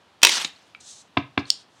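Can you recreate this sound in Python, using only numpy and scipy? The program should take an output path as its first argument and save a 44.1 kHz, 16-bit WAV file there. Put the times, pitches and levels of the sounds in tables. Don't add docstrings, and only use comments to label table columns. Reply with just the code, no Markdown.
import sys
import numpy as np
from scipy import signal
from scipy.fft import rfft, irfft
from scipy.io import wavfile

SR = 44100
rng = np.random.default_rng(int(sys.argv[2]) if len(sys.argv) > 2 else 0)


def generate_wav(sig):
    pcm = np.round(np.clip(np.atleast_2d(sig).T, -1, 1) * 32767).astype(np.int16)
    wavfile.write(sys.argv[1], SR, pcm)


N = 79380
T = np.arange(N) / SR


def from_db(db):
    return 10 ** (np.asarray(db) / 20)


def at_hz(points, hz):
    f, v = np.transpose(points)
    return np.interp(np.log(hz + 1), np.log(f), v)


def level(curve):
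    s, db = np.transpose(curve)
    return from_db(np.interp(T, s, db)) * (T > s[0]) * (T < s[-1])


def coloured(tone, source):
    gain = from_db(at_hz(tone, np.arange(N // 2 + 1) * SR / N))
    cepstrum = irfft(np.log(gain / np.sqrt(np.mean(gain ** 2))), N)
    causal = np.r_[1, np.full(N // 2 - 1, 2), 1, np.zeros(N // 2 - 1)]
    response = np.exp(rfft(cepstrum * causal))
    return irfft(rfft(source) * response, N)


def noise(tone):
    return coloured(tone, rng.standard_normal(N))


def grains(per_s, spread_db):
    sizes_db = spread_db * np.minimum(rng.exponential(1, N), 4)
    sizes = from_db(sizes_db) * rng.choice([-1, 1], N)
    return sizes * (rng.random(N) < per_s / SR)


def blows(rows):
    x = np.zeros(N)
    for s, db in rows:
        x[int(s * SR)] += from_db(db)
    return x


def bursts(rows, tone):
    dying = np.zeros(N)
    for s, db, t60 in rows:
        decay = np.exp(-np.log(1000) * np.maximum(T - s, 0) / t60)
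        dying += (T >= s) * from_db(db) * decay
    return coloured(tone, dying * rng.standard_normal(N))


def ring(force, modes):
    out = np.zeros(N)
    for k, (hz, db, t60) in enumerate(modes):
        r = np.exp(-np.log(1000) / (t60 * SR))
        w = 2 * np.pi * hz / SR
        tone = signal.lfilter([0, np.sin(w)], [1, -2 * r * np.cos(w), r * r], force + 1e-18)
        out += (-1) ** k * from_db(db) * tone
    return out


def softened(x, hz):
    return signal.sosfilt(signal.butter(3, hz, fs=SR, output="sos"), x)


# f/Hz, level/dB
HISS_TONE = [(25, 0), (55, -4), (85, 5), (140, 1), (300, 1.5), (500, -1.5), (800, 1), (1500, -3.5),
             (2200, -8.5), (3200, -5.5), (5000, -13.5), (8000, -22.5), (11000, -28), (16000, -42.5)]
HISS_DB = -58.5


def hiss():
    return from_db(HISS_DB) * noise(HISS_TONE)


# f/Hz, level/dB
ROOM_COLOUR = [(60, -14), (130, 8), (200, 3.5), (300, 1), (600, -1), (1300, 0), (2700, 2), (5000, -4.5),
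               (9000, -3), (16000, -10.5)]
# f/Hz, t60/s
ROOM_T60 = [(120, .26), (300, .23), (700, .26), (2500, .26), (6000, .23), (14000, .17)]
ROOM_DB, ROOM_DELAY_S = -12, .008


def room(x):
    edges = np.geomspace(50, 18000, 13)
    white = rng.standard_normal((2, N))
    age = np.maximum(T - ROOM_DELAY_S, 0)
    tail = 0
    for k, (low, high) in enumerate(zip(edges, edges[1:])):
        band = signal.sosfilt(signal.butter(2, [low, high], "band", fs=SR, output="sos"), white[k % 2])
        hz = np.sqrt(low * high)
        rate = np.log(1000) / at_hz(ROOM_T60, hz)
        fading = np.exp(-rate * age) * np.sqrt(2 * rate / SR)
        tail = tail + band * from_db(at_hz(ROOM_COLOUR, hz)) * fading
    return from_db(ROOM_DB) * signal.fftconvolve(x, tail * (age > 0))[:N]


# t/s, level/dB
BRUSH = [(.79, -100), (.806, -47.5), (.83, -54), (.88, -45), (.91, -43.5), (.955, -50), (1.015, -50.5),
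         (1.045, -70), (1.08, -70)]
# t/s, level/dB
SHIFT = [(1.7, -75), (1.75, -68.5), (1.81, -64)]
# f/Hz, level/dB
PAPER_TONE = [(1000, -27), (2500, -17.5), (3500, -5.5), (4000, -0.5), (4900, -7), (6200, 0.5), (8200, -4.5),
              (9500, -15), (10800, -16), (11800, -38), (16000, -37)]


def hand_brush():
    return (level(BRUSH) + level(SHIFT)) * noise(PAPER_TONE)


# t/s, level/dB
CLICKS = [(.8085, -45), (.8132, -56), (1.5026, 2.5)]
# f/Hz, level/dB, t60/s
BLOCK_MODES = [(1950, -37, 0.013), (2930, -19.5, 0.01), (3300, -15, 0.0096), (4400, -5.5, 0.0094),
               (4980, -5.5, 0.0096), (5450, -10, 0.015), (7108, -11, 0.0061), (8430, -20, 0.013),
               (9340, -21.5, 0.0071), (12700, -37, 0.0082), (15200, -32, 0.0044)]
# f/Hz, level/dB
CRACK_TONE = [(800, -55), (1500, -38), (2800, -11), (3800, -4), (6200, 0), (9300, -6), (10500, -24),
              (16000, -32)]
CRACK_DB, CRACK_T60_S = -15, .008
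# t/s, level/dB
TICKS = [(.561, -43.5), (1.455, -34.5)]
# f/Hz, level/dB, t60/s
TICK_MODES = [(4290, 1, 0.024)]
TICK_SOFT_HZ = 5000
# t/s, level/dB
KNOCKS = [(.7486, -31.5)]
# f/Hz, level/dB, t60/s
KNOCK_MODES = [(1333, -5, .018), (2320, 0, 0.022), (2580, -1, .014), (3230, -7, .012), (3837, -11.5, 0.014),
               (4830, -15, .01)]
# t/s, level/dB
PEEL = [(1.44, -82), (1.47, -52), (1.5, -47), (1.53, -49), (1.57, -58), (1.615, -55), (1.64, -74)]
# f/Hz, level/dB
FIZZ_TONE = [(1500, -13), (2800, -13), (3600, -3), (4800, -8), (6200, -7), (7500, -13), (9000, -13),
             (11000, -32), (16000, -50)]


def block_handling():
    clicks = ring(blows(CLICKS), BLOCK_MODES)
    cracks = bursts([(s, db + CRACK_DB, CRACK_T60_S) for s, db in CLICKS], CRACK_TONE)
    ticks = ring(softened(blows(TICKS), TICK_SOFT_HZ), TICK_MODES)
    knocks = ring(blows(KNOCKS), KNOCK_MODES)
    fizz = level(PEEL) * noise(FIZZ_TONE)
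    return clicks + cracks + ticks + knocks + fizz


# t/s of first touch, level/dB of touch, t/s of landing, level/dB of landing
TAPS = [(1.1697, -11.5, 1.1722, 2.5), (1.3746, -22.5, 1.3767, 1.5)]
# f/Hz, level/dB, t60/s
TOUCH_MODES = [(688, -5.5, 0.031), (934, 1.5, 0.013), (2170, -13, .012), (3290, -18, 0.015)]
# f/Hz, level/dB, t60/s
PAD_MODES = [(425, -32, 0.03), (738, -20.5, 0.021), (1078, -14.5, 0.017), (1280, -20, 0.016),
             (1582, -17.5, 0.016), (2100, -19.5, 0.017), (2374, -14.5, 0.012), (2757, -13.5, 0.012),
             (3420, -19, .018), (3726, -21.5, 0.021), (4250, -28.5, 0.0086), (4980, -31.5, 0.0078)]
# f/Hz, level/dB, t60/s
DESK_MODES = [(118, -22, .075), (210, -25, 0.044), (284, -12.5, .034)]
RUBBER_HZ = 5000
SEAT_S, SEAT_DB = 0.003014, -10.5
REBOUND_S, REBOUND_DB = 0.01456, -8
# f/Hz, level/dB
SQUASH_TONE = [(70, -34), (125, 1), (210, 1), (340, -1), (500, -15), (800, -3), (1300, -3), (3000, -8.5),
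               (4500, -13), (6500, -38), (10000, -58)]
SQUASH_DB, SQUASH_T60_S = -25, .06
# t/s, level/dB, t60/s
SCUFFS = [(1.181, -48, 0.12), (1.377, -42, 0.048), (1.391, -40.5, 0.081)]
# f/Hz, level/dB
SCUFF_TONE = [(1500, -22), (3000, -8), (4400, 9), (6000, -2.5), (7500, -16.5), (9500, -19), (11500, -37),
              (16000, -44)]


def pad_taps():
    touch = blows([row[:2] for row in TAPS])
    landings = [row[2:] for row in TAPS]
    landing = blows(landings)
    seat = blows([(s + SEAT_S, db + SEAT_DB) for s, db in landings])
    rebound = blows([(s + REBOUND_S, db + REBOUND_DB) for s, db in landings])
    case = ring(touch, TOUCH_MODES) + ring(landing + seat, PAD_MODES)
    desk = ring(landing + rebound, DESK_MODES)
    squash = bursts([(s, db + SQUASH_DB, SQUASH_T60_S) for s, db in landings], SQUASH_TONE)
    return softened(case + desk, RUBBER_HZ) + squash + bursts(SCUFFS, SCUFF_TONE)


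CRINKLE_DB, CRINKLE_HZ = 2.6, 79.7


def crinkled(x):
    hz = np.arange(N // 2 + 1) * SR / N
    band = np.floor(3 * np.log2(np.maximum(hz, 400)))
    spectrum, out = rfft(x), 0
    for k in np.unique(band):
        wander = np.interp(T * CRINKLE_HZ, np.arange(N), rng.standard_normal(N))
        out = out + irfft(spectrum * (band == k), N) * from_db(CRINKLE_DB * wander)
    return out


# t/s, level/dB
SLIDE = [(.235, -57), (.255, -25), (.285, -23.5), (.309, -25), (.32, -20.5), (.35, -22.5), (.382, -25.5),
         (.392, -31), (.417, -25), (.435, -34), (.47, -41), (.525, -58), (.67, -62), (.78, -69)]
# f/Hz, level/dB
FAST_TONE = [(50, -51.5), (130, -24), (300, -11), (550, -14), (800, -14), (1500, -7), (3200, -1.5),
             (4700, 1), (7000, -4.5), (9500, -12.5), (12000, -29), (16000, -30)]
# f/Hz, level/dB
SLOW_TONE = [(50, -55), (130, -25), (300, -14), (550, -13.5), (900, -7.5), (2100, -3), (3300, -1.5),
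             (5200, -5.5), (7500, -11), (10000, -20), (12000, -28.5), (16000, -39)]
SLOWING_S, SLOWING_SPAN_S = 0.362, 0.027
SCRAPE_GRAINS_PER_S, SCRAPE_SPREAD_DB = 7000, 3


def packet_slide():
    slow = np.clip((T - SLOWING_S) / SLOWING_SPAN_S + .5, 0, 1)
    slips = crinkled(grains(SCRAPE_GRAINS_PER_S, SCRAPE_SPREAD_DB))
    slips = level(SLIDE) * slips / slips.std()
    return coloured(FAST_TONE, (1 - slow) * slips) + coloured(SLOW_TONE, slow * slips)


# t/s, level/dB, t60/s of clatter, ring level/dB added to the hit level
NAIL_HITS = [(.2178, -27.5, 0.027, -8), (0.2291, -14.5, 0.0074, -8.5), (0.2316, 7.5, .013, -2.5),
             (.2385, -6.5, 0.026, -6), (0.2489, 6, .013, -1), (0.2698, -4, .016, -1),
             (0.2933, -10.5, 0.027, -5)]
# f/Hz, level/dB, t60/s
PACKET_MODES = [(928, -18.5, 0.043), (1550, -21, 0.017), (2021, -14.5, 0.023), (2586, -8.5, .035),
                (3150, -11, .03), (3944, -6, .018), (4650, -14, 0.024), (5720, -10.5, 0.026),
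                (7553, -17, .009), (8530, -14.5, 0.019)]
# f/Hz, level/dB
CLATTER_TONE = [(60, -45), (130, -28), (300, -12), (800, -6), (1300, -6), (2800, 1), (5500, -4),
                (8500, -10), (12000, -19), (16000, -28), (19000, -50.5)]
CLATTER_DB = -3
# t/s, level/dB, t60/s
LAST_NAIL_HIT = [(.4466, -14, 0.028)]
# f/Hz, level/dB
LAST_HIT_TONE = [(60, -42), (170, -8.5), (400, -6.5), (900, -14.5), (2000, -11.5), (3000, -4), (3900, 2),
                 (4700, -5.5), (5600, -13), (6900, -7), (8300, -21), (11000, -39), (16000, -46)]


def nails():
    body = ring(blows([(s, db + ring_db) for s, db, _, ring_db in NAIL_HITS]), PACKET_MODES)
    clatter = bursts([row[:3] for row in NAIL_HITS], CLATTER_TONE)
    last_hit = bursts(LAST_NAIL_HIT, LAST_HIT_TONE)
    return body + from_db(CLATTER_DB) * clatter + last_hit


def scene():
    near = hand_brush() + block_handling() + pad_taps() + packet_slide() + nails()
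    return (hiss() + room(near) + near)[None]


LOW_CUT_HZ, CUTOFF_HZ = 88, 16000
OVERLOAD = .92


def record(dry):
    lean = signal.sosfilt(signal.butter(5, LOW_CUT_HZ, "high", fs=SR, output="sos"), dry)
    clipped = np.clip(lean, -OVERLOAD, OVERLOAD)
    return signal.sosfilt(signal.ellip(10, .1, 70, CUTOFF_HZ, fs=SR, output="sos"), clipped)


dry = scene()
out = record(dry)
generate_wav(out)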